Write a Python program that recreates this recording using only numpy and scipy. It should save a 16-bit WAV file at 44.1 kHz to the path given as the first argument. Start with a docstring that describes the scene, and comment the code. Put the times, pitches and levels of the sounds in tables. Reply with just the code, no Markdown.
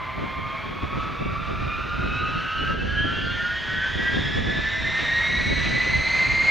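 """A rising whine, a swelling roar and wind buffets: a three-engined jet airliner spools up at the start of its
takeoff roll, heard from outside the airfield fence. Each engine whines with two compressor blade rows; the three
climb about an octave at their own pace and meet again at full power. Turbulent air makes these tones flutter.
Shaped noise makes the exhaust roar, the intake rush, a hiss that grows with engine speed, and the gusts on the
microphone. A faint machine tone and microphone hiss lie underneath, and the level dips briefly three times."""
import sys
import numpy as np
from scipy import signal
from scipy.fft import rfft, irfft
from scipy.io import wavfile

SR = 44100
rng = np.random.default_rng(int(sys.argv[2]) if len(sys.argv) > 2 else 0)


def log_audio(samples):
    """Write samples as a 16-bit WAV file to the path given in sys.argv[1]."""
    # one column per channel
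    frames = np.atleast_2d(samples).T
    # limit to full scale, then quantise
    limited = np.clip(frames, -1, 1)
    pcm = np.round(limited * 32767).astype(np.int16)
    wavfile.write(sys.argv[1], SR, pcm)


N = 286650  # length in samples, 6.5 s

# Speed and whine of each engine. Each row: time in seconds, front row's blade-passing pitch in Hz,
# front row level in dB, second row level in dB.
SLOW_ENGINE = [(0.0, 1022, -37, -47), (0.25, 1052, -43.5, -56), (0.4, 1060, -37.5, -37),
               (0.7, 1085, -44.5, -51), (0.95, 1111, -41, -47), (2.0, 1217, -37, -38),
               (2.1, 1228.0, -33.5, -40), (2.7, 1300.0, -32.5, -43), (2.8, 1311, -39.0, -41),
               (2.95, 1340.0, -41.5, -46), (3.1, 1366, -28, -35), (3.2, 1383, -34.0, -48),
               (3.5, 1447, -25.5, -41.0), (3.6, 1475.0, -39.5, -41), (3.85, 1535.0, -26.5, -32),
               (3.95, 1559, -41.5, -40), (4.1, 1607, -25.5, -44), (4.25, 1653, -42, -39.0),
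               (4.65, 1750, -26, -36), (4.9, 1804, -33.5, -35.5), (5.25, 1884, -27.5, -39),
               (5.6, 1960.0, -33.5, -56), (5.8, 1994, -20.5, -37), (6.0, 2033.0, -32, -42.0),
               (6.15, 2059, -22, -40.5), (6.5, 2117, -24.5, -42)]
QUICK_ENGINE = [(0.0, 1035, -53, -48), (0.5, 1073, -39, -47), (0.749, 1096, -47.5, -58),
                (0.999, 1130, -39, -32.5), (1.15, 1151, -46.0, -45.5), (1.7, 1217, -39, -45),
                (1.85, 1226.0, -45.5, -35.0), (2.55, 1358.0, -42, -36.5), (3.0, 1469.0, -37.5, -25.5),
                (3.3, 1559.0, -32, -41.0), (3.4, 1591.0, -38.0, -30.0), (3.6, 1639, -43, -35),
                (4.1, 1705, -41, -31), (4.25, 1713.0, -34.5, -45.0), (4.75, 1780, -39, -35.0),
                (5.2, 1878.0, -29, -35), (5.3, 1898.0, -29.5, -29), (5.6, 1964.0, -45, -35.5),
                (5.799, 2008.0, -30, -37), (5.901, 2029.0, -33, -39), (6.35, 2114.0, -37, -39.5),
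                (6.5, 2140.0, -22, -51)]
FAINT_ENGINE = [(0.0, 1011.0, -59, -49), (0.75, 1121.0, -46, -49), (1.0, 1157, -41, -48.0),
                (1.25, 1203, -48, -43), (1.4, 1207.0, -41, -44), (2.95, 1555, -54, -46),
                (3.55, 1651, -46, -49.5), (3.85, 1672, -39, -33), (4.45, 1758, -49, -56),
                (5.3, 1918, -29.5, -36), (5.5, 1963.0, -33.5, -42.5), (6.5, 2141.0, -25, -53)]
# Upper whines of each engine, before a shared small lift. Each row: time in seconds, front row's octave in dB,
# sum tone of both rows in dB, front row's third harmonic in dB.
SLOW_UPPER = [(0.0, -48, -60, -63), (0.85, -53.5, -58, -59), (1.25, -44, -61, -55.5),
              (2.15, -51.5, -52.5, -56.0), (3.25, -41.0, -47, -55), (3.45, -43, -50, -56),
              (3.7, -44, -42.5, -58), (4.5, -39.5, -52.5, -57.5), (4.65, -56, -43.5, -60.0),
              (5.3, -42.0, -51, -60.0), (6.15, -48.5, -44, -51), (6.5, -53, -57, -67)]
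QUICK_UPPER = [(0.0, -45.5, -47, -61.0), (0.6, -43, -49, -52), (0.7, -52, -50, -49.5),
               (1.55, -51.5, -54, -66), (1.75, -37, -46, -50), (1.9, -52, -54, -56.0),
               (2.15, -37.5, -54, -49.5), (2.65, -43.5, -37.5, -60), (2.75, -41.5, -47.5, -57),
               (3.1, -44.5, -29.5, -55), (3.55, -41.5, -54, -60.0), (3.8, -43.5, -48, -66),
               (4.3, -45.0, -42.5, -55.5), (4.95, -52, -45.5, -62), (5.3, -37, -53, -59.5),
               (6.5, -54, -58, -64.5)]
FAINT_UPPER = [(0, -57, -62, -60), (2.5, -51, -51, -60), (3.5, -51.5, -58, -64), (5.3, -39.5, -59, -60),
               (6.5, -51.5, -49.5, -64)]
FRONT_BLADES, SECOND_BLADES = 37, 42
FULL_SPEED_HZ = 2140  # front row's blade-passing pitch
# Weaker tones around the blade rows. Each row: cycles per shaft turn, dB at full speed against the mean of
# the two rows' dB levels.
SIDE_TONES = [(32, -14.5), (33, -10), (35, -16), (39, -18.5), (44, -22.5), (46, -12)]
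# Fainter overtones and sum tones. Each row: multiple of the front row, multiple of the second row, relative dB.
OVERTONES = [(0, 2, -4.5), (2, 1, -13), (1, 2, -12), (4, 0, -13), (3, 1, -15.5), (2, 2, -19.5),
             (5, 0, -21.5)]
OVERTONE_DB, OVERTONE_GROWTH_DB = -45, 6.5  # base level at full speed; rise per octave of engine speed
# The air and the intake lining swallow the higher overtones. Each row: pitch in Hz, gain in dB.
ABSORPTION = [(3000, 2), (3500, 0), (4000, -3), (4700, -8), (6300, -6.5), (7400, -11), (8400, -16),
              (9400, -51.5), (11000, -47.5)]

# Broadband noise of the engines. Each row: time in seconds, exhaust roar in dB, intake rush in dB.
THRUST = [(0, -38, -47.5), (1.5, -41.5, -42.5), (2.2, -42, -42), (3.2, -42.5, -37.5), (3.7, -39.5, -38),
          (4.8, -39, -33.5), (5.3, -35.5, -35), (5.7, -38.5, -32.5), (6.0, -36, -34), (6.5, -34, -38)]
# Colours of the engine noise; in the roar the ground reflection cuts a notch near 780 Hz.
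# Each row: frequency in Hz, relative dB per Hz.
ROAR_COLOUR = [(30, -3.5), (120, 1.5), (250, -5), (450, -3.5), (620, 0.5), (770, -2.5), (950, 1.5),
               (1300, 1.5), (2000, -4), (2800, -7.5), (4000, -15), (6000, -34.5)]
RUSH_COLOUR = [(1000, -24), (1700, 4), (2600, 0), (3050, -3.5), (3650, -4), (4500, -13.5), (6000, -20),
               (9000, -50)]
HISS_COLOUR = [(2500, -29.5), (4500, 1), (5200, -3.5), (6100, -2.5), (7000, -5.5), (8300, -18), (9500, -31),
               (12000, -52.5)]
HISS_DB, HISS_GROWTH_DB = -50.5, 16.5  # level at full speed; rise per octave of engine speed
# How alike left and right are. Each row: frequency in Hz, likeness from -1 (opposite) to 1 (same).
JET_LIKENESS = [(60, 0.61), (400, 0.6), (1000, 0.89), (3000, .99), (10000, 1)]
WIND_LIKENESS = [(30, .94), (60, 0.93), (110, 0.19), (200, -0.32), (400, -0.53), (900, -0.86)]

# Gusts on the microphone, before small trims. 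Each row: time of the peak in seconds, length in seconds,
# thump in dB, flutter in dB.
GUSTS = [(0.223, 0.07, -34.5, -34.5), (0.415, 0.082, -35, -44), (0.712, .07, -39.5, -35.5),
         (0.838, 0.027, -26.5, -29.5), (0.983, 0.13, -31.5, -37), (1.275, 0.24, -34.5, -37),
         (1.602, 0.34, -30.5, -41.5), (2.052, 0.19, -29.5, -36), (2.285, .2, -35, -35),
         (2.63, 0.11, -35, -35.5), (2.802, 0.17, -26.5, -28.5), (3.005, 0.19, -27, -31),
         (3.255, 0.17, -30.5, -34), (3.767, 0.085, -35.5, -42.5), (3.984, .1, -32, -35.5),
         (4.21, .16, -31.5, -35), (4.478, 0.24, -27.5, -29.5), (4.85, 0.087, -33, -39.5),
         (5.057, 0.062, -33, -42.5), (5.425, .3, -32.5, -36), (5.642, 0.27, -30, -35),
         (5.95, 0.11, -29, -35.5), (6.284, .14, -36, -35.5)]
# Colours of the wind noise. Each row: frequency in Hz, relative dB per Hz.
THUMP_COLOUR = [(15, -12), (28, -6), (45, -1), (70, 0.5), (110, -2), (180, -8.5), (400, -40)]
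FLUTTER_COLOUR = [(40, -16.5), (80, -5.5), (140, -0.5), (220, -0.5), (350, -5.5), (550, -8.5), (900, -17.5),
                  (2000, -32.5)]
# Thump and flutter between the gusts at the start, before the same trims, and their steady growth.
BREEZE_DB, BREEZE_FLUTTER_DB, BREEZE_GROWTH_DB_PER_S = -42.5, -46, 0.84

# A faint steady-pitched machine tone on the airfield, before a small lift. Each row: time in seconds, level in dB.
DRONE = [(0.0, -55), (0.6, -47.5), (0.9, -70), (1.4, -54.5), (2.5, -61.5), (3.3, -52.5), (4.0, -62),
         (4.9, -47.5), (5.6, -58), (6.5, -51.5)]
DRONE_HZ = 654
# Colour of the microphone's own hiss. Each row: frequency in Hz, relative dB per Hz.
MIC_HISS_COLOUR = [(3000, -8.5), (9000, -3), (11000, -4), (15500, 1.5)]
# The whole sound dips briefly and comes back. Each row: time in seconds, depth in dB, recovery time in seconds.
DIPS = [(2.72, 5, 0.53), (4.39, 2.5, 0.44), (5.65, 1.5, 0.17)]
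DIP_ATTACK_S = 0.031
CUTOFF_HZ = 15800


def from_db(db):
    """Decibels to gain."""
    return 10 ** (np.asarray(db) / 20)


def rms_one(x):
    """Scale to unit power."""
    return x / np.sqrt(np.mean(np.abs(x) ** 2) + 1e-20)


def in_time(rows):
    """Draw each column of a timed table as a curve, sample by sample."""
    s, *columns = np.transpose(rows)
    return [np.interp(np.arange(N) / SR, s, column) for column in columns]


def at_hz(points, hz):
    """Read a spectrum on a log-frequency axis, since we hear pitch in ratios."""
    f, value = np.transpose(points)
    return np.interp(np.log(hz), np.log(f), value)


def drift(rate_hz):
    """Slow random wandering of spread 1: noise smoothed twice, made at one value per 20 samples."""
    r = np.exp(-2 * np.pi * rate_hz * 20 / SR)
    raw = rng.standard_normal(N // 20 + 3002)
    slow = signal.lfilter([1], [1, -2 * r, r * r], raw)[3000:]  # drop the filter's start-up
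    return np.interp(np.arange(N) / 20, np.arange(len(slow)), rms_one(slow))


def pan(left_db):
    """Channel gains for a left-minus-right level."""
    return from_db([[left_db / 2], [-left_db / 2]])


def noise(colour, likeness):
    """Stereo noise of a given colour and left-right likeness; its middle has rms 1."""
    hz = np.maximum(np.fft.rfftfreq(N, 1 / SR), 1)
    # fade out below the first and above the last point of the colour
    beyond = np.minimum(1, hz / colour[0][0]) * np.minimum(1, colour[-1][0] / hz)
    gain = from_db(at_hz(colour, hz)) * beyond ** 3
    alike = np.clip(at_hz(likeness, hz), -.99, .999)
    white = rfft(rng.standard_normal((2, N)))
    # a strong middle makes the sides alike, a strong difference makes them opposite
    mid, side = irfft(white * gain * np.sqrt([1 + alike, 1 - alike]), N)
    return np.array([mid + side, mid - side]) / mid.std()


def narrow_noise(phase, width_hz):
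    """A band of noise centred on a moving tone; rms 1."""
    return drift(width_hz) * np.cos(phase) + drift(width_hz) * np.sin(phase)


def blade_tone(phase, flutter_db, flutter_rate, wander, scatter, scatter_hz):
    """A tone heard through eddies: its level and phase waver, and part of it is scattered into a skirt."""
    level = from_db(flutter_db * drift(flutter_rate))
    direct = rms_one(level * np.sin(phase + wander * drift(6.0)))
    return direct + scatter * narrow_noise(phase, scatter_hz)


def octaves_below_full(blade_hz):
    """Shaft speed in doublings: 0 at full speed, negative below it."""
    return np.log2(blade_hz / FULL_SPEED_HZ)


def engine(table, upper_table, overtones_db):
    """Two blade rows on one shaft, their sum tones, and the noise of turbulence chopped by the blades."""
    blade_hz, front_db, second_db = in_time(table)
    octave_db, sum_db, third_db = in_time(upper_table)
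    shaft = 2 * np.pi * np.cumsum(blade_hz) / SR / FRONT_BLADES
    speed, spool = blade_hz / FULL_SPEED_HZ, octaves_below_full(blade_hz)
    front, second = FRONT_BLADES * shaft, SECOND_BLADES * shaft
    out = np.zeros(N)
    for phase, db in (front, front_db), (second, second_db):
        tone = blade_tone(phase, flutter_db=3.0, flutter_rate=15, wander=0.49, scatter=0.28, scatter_hz=70)
        out += from_db(db) * tone
    for phase, db in (2 * front, octave_db), (front + second, sum_db), (3 * front, third_db):
        tone = blade_tone(phase, flutter_db=3.5, flutter_rate=12, wander=.9, scatter=0.39, scatter_hz=65)
        out += from_db(db + 0.9) * tone
    # uneven blades sound other shaft orders, more so near full speed
    for order, db in SIDE_TONES:
        level = from_db((front_db + second_db) / 2 + db) * speed ** 3.3
        out += level * narrow_noise(round(order) * shaft, width_hz=8.1)
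    # higher overtones blur in proportion to their shaft order
    for fronts, seconds, db in OVERTONES:
        order = round(fronts) * FRONT_BLADES + round(seconds) * SECOND_BLADES
        carried_db = at_hz(ABSORPTION, order * blade_hz / FRONT_BLADES)
        level_db = OVERTONE_DB + OVERTONE_GROWTH_DB * spool + overtones_db + db + carried_db
        out += from_db(level_db) * narrow_noise(order * shaft, width_hz=0.13 * order)
    # the chopped turbulence forms broad humps that grow with shaft speed
    humps = from_db(-38) * narrow_noise(1.03 * front, width_hz=280)
    humps += from_db(-41.0) * narrow_noise(1.97 * front, width_hz=193)
    humps += from_db(-56.5) * narrow_noise(3.04 * front, width_hz=320)
    humps += from_db(-72.5) * narrow_noise(3.96 * front, width_hz=210)
    return out + humps * speed ** 2.42


def airliner():
    """Three whines over the exhaust roar and intake rush; the hiss grows with the engines' mean speed."""
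    whine = engine(SLOW_ENGINE, SLOW_UPPER, overtones_db=0.6)
    whine += engine(QUICK_ENGINE, QUICK_UPPER, overtones_db=1.7)
    whine += engine(FAINT_ENGINE, FAINT_UPPER, overtones_db=-1.5)
    roar_db, rush_db = in_time(THRUST)
    roar = from_db(roar_db) * noise(ROAR_COLOUR, JET_LIKENESS) * pan(-0.57)
    rush = from_db(rush_db) * noise(RUSH_COLOUR, JET_LIKENESS) * pan(-.3)
    speeds_hz = [in_time(table)[0] for table in (SLOW_ENGINE, QUICK_ENGINE, FAINT_ENGINE)]
    spool = octaves_below_full(np.mean(speeds_hz, axis=0))
    hiss = from_db(HISS_DB + HISS_GROWTH_DB * spool) * noise(HISS_COLOUR, JET_LIKENESS)
    shimmer = from_db(1.1 * drift(5.2))  # moving air along the path
    # a faint echo of the whine comes in from the side, 45 ms late and opposite in the two channels
    echo = from_db(-25.0) * np.interp(np.arange(N) - .045 * SR, np.arange(N), whine, left=0)
    return whine * pan(-.8) + echo * [[1], [-1]] + shimmer * (roar + rush + hiss)


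def wind_strength():
    """Bell-shaped gusts add their power to a slowly freshening breeze; gains of thump and flutter."""
    t = np.arange(N) / SR
    breeze_db = np.array([[BREEZE_DB], [BREEZE_FLUTTER_DB]]) + BREEZE_GROWTH_DB_PER_S * t
    power = from_db(breeze_db) ** 2
    for s, length, thump_db, flutter_db in GUSTS:
        bell = np.exp(-(2 * (t - s) / length) ** 2)
        power += from_db([[thump_db], [flutter_db]]) ** 2 * bell
    return np.sqrt(power)


def wind():
    """Eddies thump both microphone ports together and flutter between them in opposite phase."""
    thump_gain, flutter_gain = wind_strength()
    thump_gain = thump_gain * from_db(-2.0 + 1.1 * drift(12))
    flutter_gain = flutter_gain * from_db(-0.63 + 3.16 * drift(26))
    thump = thump_gain * noise(THUMP_COLOUR, WIND_LIKENESS) * pan(-6.0)
    flutter = flutter_gain * noise(FLUTTER_COLOUR, WIND_LIKENESS) * pan(0.47)
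    return thump + flutter


def drone():
    """A faint machine tone of steady pitch whose level wavers and whose edges are blurred by scattering."""
    level_db, = in_time(DRONE)
    phase = 2 * np.pi * DRONE_HZ * np.arange(N) / SR
    tone = blade_tone(phase, flutter_db=2.0, flutter_rate=7.5, wander=0.1, scatter=0.43, scatter_hz=12)
    return from_db(level_db + 0.5) * tone


def microphone_hiss():
    """The microphone's own faint, steady high noise."""
    return from_db(-70.0) * noise(MIC_HISS_COLOUR, JET_LIKENESS)


def scene():
    """Aircraft, wind, airfield tone and the microphone's own hiss."""
    return airliner() + wind() + drone() + microphone_hiss()


def dips():
    """A gain that drops quickly at each dip and creeps back."""
    t = np.arange(N) / SR
    drop_db = np.zeros(N)
    for s, depth_db, recovery_s in DIPS:
        attack = np.clip((t - s) / DIP_ATTACK_S, 0, 1)
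        drop_db += depth_db * attack * np.exp(-np.maximum(t - s, 0) / recovery_s)
    return from_db(-drop_db)


def record(dry):
    """The level dips now and then; a steep low-pass filter cuts the top."""
    steep_cut = signal.ellip(12, .1, 90, CUTOFF_HZ, fs=SR, output="sos")
    return signal.sosfilt(steep_cut, dry * dips())


dry = scene()
out = record(dry)
log_audio(out)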